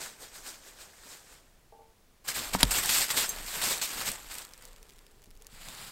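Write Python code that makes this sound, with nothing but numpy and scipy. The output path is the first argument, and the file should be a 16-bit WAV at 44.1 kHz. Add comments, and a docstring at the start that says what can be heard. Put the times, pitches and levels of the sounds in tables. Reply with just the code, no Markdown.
"""A dog scuffles through dry leaves across a yard, then a hollow double knock comes from afar in the lull.
It goes on close by: paws crush leaves, stalks snap, its collar tag clinks, and something bumps the camera.
At last the leaves settle and rustle under the lying dog, over faint outdoor air, low wind and a faint far drone.
Leaves are swarms of tiny noise clicks, hard objects are dying sine modes, and air and wind are filtered noise."""
import sys
import numpy as np
from scipy import signal
from scipy.fft import rfft, irfft
from scipy.io import wavfile
from scipy.ndimage import uniform_filter1d

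SR = 44100
rng = np.random.default_rng(int(sys.argv[2]) if len(sys.argv) > 2 else 0)


def waveform_to_disk(signal):
    """Save audio, clipped to [-1, 1], as 16-bit WAV at the path in sys.argv[1]."""
    frames = np.transpose(np.atleast_2d(signal))
    scaled = np.clip(frames, -1, 1) * 32767
    samples = np.round(scaled).astype(np.int16)
    wavfile.write(sys.argv[1], SR, samples)


N = 260631
TIME = np.arange(N) / SR
NEAR_FROM, LYING_FROM = 2.24, 5.49  # s, the dog is close by, then lying in the leaves


def amp(db):
    """Decibels to gain."""
    return 10 ** (np.asarray(db) / 20)


def unit(x):
    """Scales to rms 1."""
    return x / np.sqrt(np.mean(x ** 2) + 1e-20)


def add(mix, s, sound):
    """Mixes a sound in at time s, cut off at the end of the mix."""
    part = mix[round(s * SR):][:len(sound)]
    part += sound[:len(part)]


def shape(points, hz):
    """Gain of a spectrum (Hz, dB) at the given frequencies, interpolated over log frequency."""
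    f, db = np.transpose(points)
    return amp(np.interp(np.log(hz + 1), np.log(f), db))


def coloured(x, points):
    """Gives x a spectrum, at rms 1."""
    return unit(irfft(rfft(x) * shape(points, np.fft.rfftfreq(N, 1 / SR)), N))


def burst(centre_hz, decay, octaves):
    """A brief fracture: fast-dying noise in a band reaching so many octaves each way, peak 1."""
    t = np.arange(SR // 2) / SR
    edges = np.clip([centre_hz / 2 ** octaves, centre_hz * 2 ** octaves], 20, SR / 2 - 100)
    band = signal.butter(1, edges, "band", fs=SR, output="sos")
    x = signal.sosfilt(band, rng.standard_normal(len(t)) * np.exp(-t / decay))
    return x / abs(x).max()


def ring(modes):
    """Dying modes after one blow, each starting at a random phase."""
    t = np.arange(SR // 2) / SR
    out = np.zeros(len(t))
    for hz, db, t60 in modes:
        out += amp(db - 60 * t / t60) * np.sin(2 * np.pi * (hz * t + rng.random()))
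    return out


# Colour of the outdoor hush. Each row: frequency in Hz, relative level in dB per Hz.
AIR = [(60, -1), (160, -5.5), (300, -8), (470, -9.5), (930, -14), (2500, -19), (6000, -21), (15800, -25.5)]
AIR_DB = -64.5
# Colour of the wind on the microphone. Each row: frequency in Hz, relative level in dB per Hz.
WIND = [(8, -9.5), (25, 8.5), (45, -2), (70, -13), (130, -25), (300, -43), (900, -92)]
# Swells of the wind. Each row: time of the top in seconds, half width in seconds, level in dB.
GUSTS = [(2.68, 0.21, -46), (3.38, 0.09, -48), (4.3, 0.58, -56), (5.45, 0.25, -55)]
CALM_DB = -64  # wind between the swells


def air():
    """Even outdoor hush, and a low wind rumble whose power swells once the dog is near."""
    hush = amp(AIR_DB) * coloured(rng.standard_normal(N), AIR)
    gust_power = sum((amp(db) * np.exp(-((TIME - s) / width) ** 2 / 2)) ** 2 for s, width, db in GUSTS)
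    strength = np.sqrt(amp(CALM_DB) ** 2 + gust_power * (TIME > NEAR_FROM))
    return hush + strength * coloured(rng.standard_normal(N), WIND)


# A faint far drone that drifts in pitch. Each row: time in seconds, pitch in Hz, level in dB.
DRONE = [(4.4, 515, -81), (4.719, 495, -68), (4.949, 400, -72), (5.2, 414, -72.5), (5.6, 478, -74)]


def drone(width_hz=36):
    """A narrow, fuzzy tone from far away: slow noise riding on a gliding sine."""
    s, hz, db = np.transpose(DRONE)
    slow = signal.butter(2, width_hz, fs=SR, output="sos")
    fuzz = unit(signal.sosfilt(slow, rng.standard_normal(N)))
    glide = np.sin(2 * np.pi * np.cumsum(np.interp(TIME, s, hz)) / SR)
    return unit(fuzz * glide) * np.interp(TIME, s, amp(db), left=0, right=0)


# Blows on something hollow. Each row: start in seconds, level in dB.
KNOCKS = [(1.722, -55.5), (1.7895, -57)]
# Modes of the hollow thing. Each row: frequency in Hz, relative level in dB, time to fall 60 dB in seconds.
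HOLLOW = [(453, 2, 0.23), (608, -4, 0.12), (688, -2, .08), (807, 3.5, 0.094), (885, -1.5, 0.19),
          (1010, -15, .1), (1147, -11.5, 0.21)]


def far_knocks():
    """Something hollow is struck twice beyond the yard; its modes speak softly into a scattered echo."""
    out, t = np.zeros(N), np.arange(SR // 2) / SR
    for s, db in KNOCKS:
        add(out, s, amp(db) * ring(HOLLOW) * (1 - np.exp(-t / 0.00071)))
    echo = rng.standard_normal(len(t)) * amp(-60 * t / 0.34)
    return out + amp(1.5) * signal.oaconvolve(out, echo / np.linalg.norm(echo))[:N]


# Modes of the metal collar tag. Each row: frequency in Hz, relative level in dB, time to fall 60 dB in seconds.
TAG = [(6236, -2, 0.1), (6430, 1, 0.081), (7650, 3, 0.11), (9200, -10, .066), (9700, -2.5, .04),
       (13348, -8, 0.051), (13600, 5, 0.042)]
# Clinks of the tag. Each row: start in seconds, level in dB.
CLINKS = [(2.454, -46), (2.775, -36), (2.792, -44), (3.292, -31), (4.06, -39)]


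def tag():
    """The dog's collar tag clinks: each blow sets its high metal modes ringing."""
    out = np.zeros(N)
    for s, db in CLINKS:
        add(out, s, amp(db) * ring(TAG))
    return out


# Bumps on the camera. Each row: start in seconds, contact level in dB, hardness as the contact's
# upper frequency limit in Hz, level of the mount's sway in dB.
BUMPS = [(2.5491, -13, 1380, -37.5), (2.6307, -20, 15000, -38), (2.6306, -17.5, 10500, -23.5),
         (2.6351, -26.5, 6500, -58)]
# Boom and brief ring of the case. Each row: frequency in Hz, relative level in dB, time to fall 60 dB in seconds.
CAMERA = [(189, -17, 0.17), (265, -11.5, 0.057), (710, -7.5, .01), (936, -2.5, 0.018), (1300, -4.5, .012),
          (1590, -5.5, 0.014), (2224, -6.5, .012), (3170, 4, 0.0097), (3750, -2.5, .009),
          (4100, 5.5, 0.0082), (4700, -0.5, 0.019), (5680, 9.5, 0.0084), (7700, -11, 0.013),
          (9700, 0.5, 0.016), (11100, 3.5, 0.011), (12800, 0.5, .01)]


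def bumps(sway_hz=44, sway_t60=0.34, push_time=0.0011):
    """A contact pushes the camera and rings its case, brighter when harder, and sets its mount swaying."""
    out, t = np.zeros(N), np.arange(SR // 2) / SR
    sway = np.sin(2 * np.pi * sway_hz * t) * amp(-60 * t / sway_t60)
    push = amp(-8) * (1 - t / push_time) * np.exp(-t / push_time)
    for s, db, hard_hz, sway_db in BUMPS:
        hardness = signal.butter(3, min(hard_hz, SR / 2 - 100), fs=SR, output="sos")
        scrape = amp(10.5) * burst(4600, decay=0.0018, octaves=0.9)
        thump = amp(-2) * burst(89, decay=0.025, octaves=0.47)
        contact = signal.sosfilt(hardness, push + ring(CAMERA) + scrape)
        add(out, s, amp(db) * contact + amp(sway_db) * (sway + thump))
    return out


# Far landings of the dog. Each row: time of the top in seconds, level in dB, rise in dB per second.
POUNCES = [(0.018, -40, 450), (0.052, -44, 300), (0.222, -44.5, 419), (0.355, -46.5, 398), (0.39, -54, 400),
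           (0.474, -40.5, 365), (0.678, -50.5, 164), (0.812, -48, 322), (1.135, -48, 74.5),
           (1.328, -55, 131)]
POUNCE_FADE_DB_PER_S = 164
# shuffling between the landings: crackle level, when it starts to fade, and the fade
SHUFFLE_DB, SHUFFLE_END_S, SHUFFLE_FADE_DB_PER_S = -63.5, 1.335, 55
# low crunch: dB re the crackle when that is at -50 dB, and the dB it gains for each dB of crackle
FAR_CRUNCH_DB, CRUNCH_GROWTH = -7.5, 0.75


def pounces():
    """Far landings swell and die over light shuffling; crunch varies less. Gains of crackle and crunch."""
    shuffle_fade = SHUFFLE_FADE_DB_PER_S * np.maximum(TIME - SHUFFLE_END_S, 0)
    power = amp(SHUFFLE_DB - shuffle_fade) ** 2
    for s, db, rise in POUNCES:
        drop = np.maximum(rise * (s - TIME), POUNCE_FADE_DB_PER_S * (TIME - s))
        power = power + amp(db - drop) ** 2
    typical = amp(-50)
    bright = np.sqrt(power)
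    return bright, typical * amp(FAR_CRUNCH_DB) * (bright / typical) ** CRUNCH_GROWTH


# leaves settling: start, crackle level, fade, and low crunch in dB re the crackle
SETTLE_S, SETTLE_DB, SETTLE_DB_PER_S, SETTLE_CRUNCH_DB = 4.44, -60, 16.5, -1


def settling():
    """Gain of the crackle of flattened leaves slowly coming to rest."""
    return (TIME > SETTLE_S) * amp(SETTLE_DB - SETTLE_DB_PER_S * np.maximum(TIME - SETTLE_S, 0))


# ticks of settling leaves: mean rate, largest peak at the start, fade, range of sizes
TICKS_PER_S, TICK_DB, TICK_DB_PER_S, TICK_RANGE_DB = 70, -37.5, 7.5, 25
FAR_TICKS_PER_S, FAR_TICK_DB = 70, 11  # under the landings: mean rate, largest peak in dB re the crackle


def ticks(count=6):
    """Single leaves flick under the far landings and as the leaves settle: random bursts of several kinds."""
    settle = (TIME > SETTLE_S) * amp(TICK_DB - TICK_DB_PER_S * np.maximum(TIME - SETTLE_S, 0))
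    far = pounces()[0] * amp(FAR_TICK_DB)
    out = np.zeros(N)
    for _ in range(count):
        chance, size = rng.random((2, N))
        size = amp(-TICK_RANGE_DB * size)
        settle_hits = (chance < TICKS_PER_S / count / SR) * size * settle
        far_hits = (chance < FAR_TICKS_PER_S / count / SR) * size * far
        out += signal.oaconvolve(settle_hits, burst(5200, decay=0.0011, octaves=1.1))[:N]
        out += signal.oaconvolve(far_hits, burst(3100, decay=0.0025, octaves=1.0))[:N]
    return out


# Single leaves and stalks snapping. Each row: start in seconds, level in dB, centre in Hz.
SNAPS = [(2.652, -26, 4200), (2.837, -18, 6960), (2.859, -15, 8000), (3.782, -23.5, 7000),
         (4.117, -21, 7900), (4.153, -30, 8000), (4.322, -31, 8000), (4.3425, -27, 8000),
         (4.353, -27, 7000), (4.384, -26.5, 8000), (4.450, -29, 7000), (4.536, -33, 4800),
         (4.578, -37, 7940), (4.653, -33, 7850), (4.829, -38.5, 7000), (4.731, -41, 4500),
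         (5.374, -47, 7000), (4.893, -41, 4000), (5.111, -48, 7000), (5.4217, -39, 7430),
         (5.4468, -41.5, 4530), (5.468, -32, 7450), (5.686, -27.5, 3500), (5.750, -34, 6000)]


def snaps():
    """A dry stalk cracks in a sharp broadband click, and the leaves round it shiver."""
    out = np.zeros(N)
    for s, db, hz in SNAPS:
        crack = burst(hz, decay=0.0008, octaves=0.6)
        shiver = amp(-14.5) * burst(hz, decay=0.004, octaves=1.2)
        add(out, s, amp(db) * (crack + shiver))
    return out


def crackle(per_s, spread_db, decay, hiss, count=32):
    """Countless tiny fractures of uneven size, each leaf with its own brief ring, over the hiss of sliding."""
    t = np.arange(SR // 100) / SR
    size = amp(spread_db * np.minimum(rng.exponential(1, N), 4))
    clicks = size * (rng.random(N) < per_s / SR) / np.sqrt(per_s)
    leaf = rng.integers(0, count, N)
    rings = rng.standard_normal((count, len(t))) * np.sqrt(t / decay) * np.exp(-t / decay)
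    grains = sum(signal.oaconvolve(clicks * (leaf == k), unit(rings[k]))[:N] for k in range(count))
    return unit(unit(grains) + hiss * rng.standard_normal(N))


def patchy(x, depth_db, size=7):
    """Each crushed clump has its own colour: random patches of the spectrum last hundredths of a second."""
    z = signal.stft(x, nperseg=256, noverlap=192)[2]
    patches = uniform_filter1d(rng.standard_normal(z.shape), size, 0)  # across frequency
    patches = uniform_filter1d(patches, 2 * size, 1)  # across time
    return unit(signal.istft(z * amp(depth_db * unit(patches)), nperseg=256, noverlap=192)[1][:N])


def litter(grains, colour, crackle_gain, crunch_gain, split_hz):
    """Loose top leaves give the bright part of the rustle, the pressed layer below them the low part."""
    hz = np.fft.rfftfreq(N, 1 / SR)
    z = rfft(grains) * shape(colour, hz)
    low_share = 1 / (1 + (hz / split_hz) ** 3)
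    bright = unit(irfft(z * (1 - low_share), N))
    low = unit(irfft(z * low_share, N))
    return crackle_gain * bright + crunch_gain * low


# Colour of the leaves underfoot close by. Each row: frequency in Hz, relative level in dB per Hz.
NEAR_LEAVES = [(60, -9), (200, -6.5), (400, -6.5), (1000, -1.5), (2000, 1), (4800, 1.5), (6200, -1.5),
               (7500, 4.5), (8500, 4), (9300, -2.5), (10100, -8.5), (11600, -1.5), (13300, -3),
               (15800, -10)]
# Paws stamping into the leaves. Each row: start in seconds, level in dB before the soft onset,
# decay time in seconds (the width of a bell-shaped fall).
STEPS = [(2.279, -28, 0.021), (2.532, -30.5, 0.019), (2.603, -26.5, 0.007), (2.707, -23, 0.017),
         (2.888, -22, 0.01), (3.102, -23, 0.012), (3.167, -23.5, 0.02), (3.613, -27.5, 0.011),
         (3.636, -28, .025), (3.703, -30, 0.02), (3.813, -29, 0.028), (4.068, -31, 0.019),
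         (4.311, -37.5, 0.0078)]
# Thuds on the soil. Each row: start in seconds, level in dB before the soft onset.
SOIL_THUDS = [(2.39, -44), (2.71, -62), (2.89, -54), (3.17, -48), (3.38, -52), (3.70, -68), (4.08, -43),
              (4.895, -58), (5.27, -52.5), (5.52, -56.5)]


def paws():
    """Each stamp crushes a clump of leaves at once; separate low thuds sound on the soil."""
    crush, press = np.zeros(N), np.zeros(N)
    t = np.arange(SR // 3) / SR
    for s, db, decay in STEPS:
        add(crush, s, amp(db) * (1 - np.exp(-t / 0.0025)) * np.exp(-(t / decay) ** 2 / 2))
    for s, db in SOIL_THUDS:
        add(press, s, amp(db) * (1 - np.exp(-t / 0.004)) * np.exp(-t / 0.021))
    clump = patchy(crackle(5000, spread_db=3.5, decay=0.00052, hiss=0.48), depth_db=2.5)
    crunch = coloured(clump, NEAR_LEAVES)
    soil = coloured(rng.standard_normal(N), [(20, -12), (60, 1.5), (220, 4.5), (600, -19), (2500, -49)])
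    return crush * crunch + press * soil


# Legs, body and tail sweeping through the leaves close by. Each row: start in seconds, length in seconds,
# crackle level in dB before attack and sag, low crunch of the pressed litter in dB re the crackle.
SWEEPS = [(2.24, .03, -49.5, -8), (2.268, 0.042, -38.5, -8.5), (2.338, 0.043, -33, -10.5),
          (2.406, 0.082, -41, -3.5), (2.522, 0.027, -39.5, -0.5), (2.582, 0.043, -36.5, -4.5),
          (2.658, 0.059, -39.5, -6.5), (2.733, 0.052, -27.5, -11), (2.814, 0.08, -31.5, -10.5),
          (2.89, 0.053, -25.5, -17.5), (2.938, 0.089, -27, -13), (3.076, 0.1, -35, -7.5),
          (3.157, 0.074, -28.5, -10.5), (3.271, .18, -43, -4.5), (3.455, 0.1, -38, -12.5),
          (3.53, 0.1, -36.5, -7), (3.613, 0.084, -30, -11.5), (3.697, 0.027, -29, -10.5),
          (3.745, 0.041, -40.5, -7), (3.825, 0.014, -30.5, -16), (3.871, 0.087, -38, -8),
          (3.965, 0.052, -35.5, -6.5), (4.045, 0.043, -34, -8.5), (4.112, 0.036, -44.5, -6.5),
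          (4.17, .13, -50, -6), (4.293, 0.12, -44, -6.5), (4.606, 0.062, -57, -5.5), (5.397, 0.11, -70, 4),
          (5.496, .04, -58, -10), (5.533, 0.076, -54, -5), (5.598, 0.055, -50, -9.5),
          (5.645, .12, -48, -6.5), (5.767, 0.12, -45.5, -8.5)]
# every sweep: attack s, sag dB per s, release s, and how abruptly the release ends
SWEEP_ATTACK_S, SWEEP_SAG_DB_PER_S, SWEEP_RELEASE_S, SWEEP_RELEASE_POWER = 0.0088, 12, 0.038, 1.34


def sweeps():
    """Each sweep catches the leaves, sags a little and lets them fall back. Gains of crackle and crunch."""
    bright, low = settling(), settling() * amp(SETTLE_CRUNCH_DB)
    for s, length, db, crunch_db in SWEEPS:
        t = np.maximum(TIME - s, 0)
        release = np.exp(-(np.maximum(t - length, 0) / SWEEP_RELEASE_S) ** SWEEP_RELEASE_POWER)
        stir = amp(db - SWEEP_SAG_DB_PER_S * t) * (1 - np.exp(-t / SWEEP_ATTACK_S)) * release
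        bright, low = np.hypot(bright, stir), np.hypot(low, stir * amp(crunch_db))
    return bright, low


# Colour of the leaves far off. Each row: frequency in Hz, relative level in dB per Hz.
FAR_LEAVES = [(100, -7), (280, -2.5), (450, 0.5), (1000, -1), (1700, 1), (2700, -3.5), (4800, -0.5),
              (6200, -2), (8300, 1), (9100, -5), (10100, -10), (11500, -7), (13700, -9), (15800, -14)]
# Colour of the leaves under the lying dog. Each row: frequency in Hz, relative level in dB per Hz.
LYING_LEAVES = [(60, -3), (140, 6), (330, -6), (900, 1), (3400, -0.5), (4900, -0.5), (6100, -9),
                (7400, 0.5), (8200, -1), (9500, -7), (13000, -7.5), (15800, -13)]


def leaves():
    """The harder the dog stirs, the more leaves break at once close by; from afar the grains blur."""
    bright, low = np.where(TIME < NEAR_FROM, pounces(), sweeps())
    level_db = 20 * np.log10(bright + 1e-6)
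    per_s = 2800 * amp(0.3 * (level_db + 40))  # fractures per second, 2800 at a crackle of -40 dB
    close = patchy(crackle(per_s, spread_db=3.5, decay=0.00058, hiss=0.9), depth_db=1.5)
    blurred = patchy(crackle(4000, spread_db=2.0, decay=0.0012, hiss=0.84), depth_db=1.43)
    far = litter(blurred, FAR_LEAVES, bright * amp(-0.5), low * amp(1.16), split_hz=2300)
    near = litter(close, NEAR_LEAVES, bright * amp(0.06), low * amp(-0.3), split_hz=1490)
    lying = litter(close + blurred, LYING_LEAVES, bright * amp(-0.9), low * amp(2.2), split_hz=2360)
    return np.select([TIME < NEAR_FROM, TIME < LYING_FROM], [far, near], lying)


def scene():
    """All sources at one microphone."""
    background = air() + drone() + far_knocks()
    dog = tag() + ticks() + snaps() + paws() + leaves()
    return (background + bumps() + dog)[None]


EDGE_HZ = 15850  # top of the audible band that is kept


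def record(dry, ceiling=1.6):
    """The microphone rounds off the hardest peaks; then a steep low-pass limits the band."""
    rounded = ceiling * np.tanh(dry / ceiling)
    low_pass = signal.firwin(511, EDGE_HZ, window=("kaiser", 9), fs=SR)
    return signal.oaconvolve(rounded, low_pass[None], "same")


dry = scene()
out = record(dry)
waveform_to_disk(out)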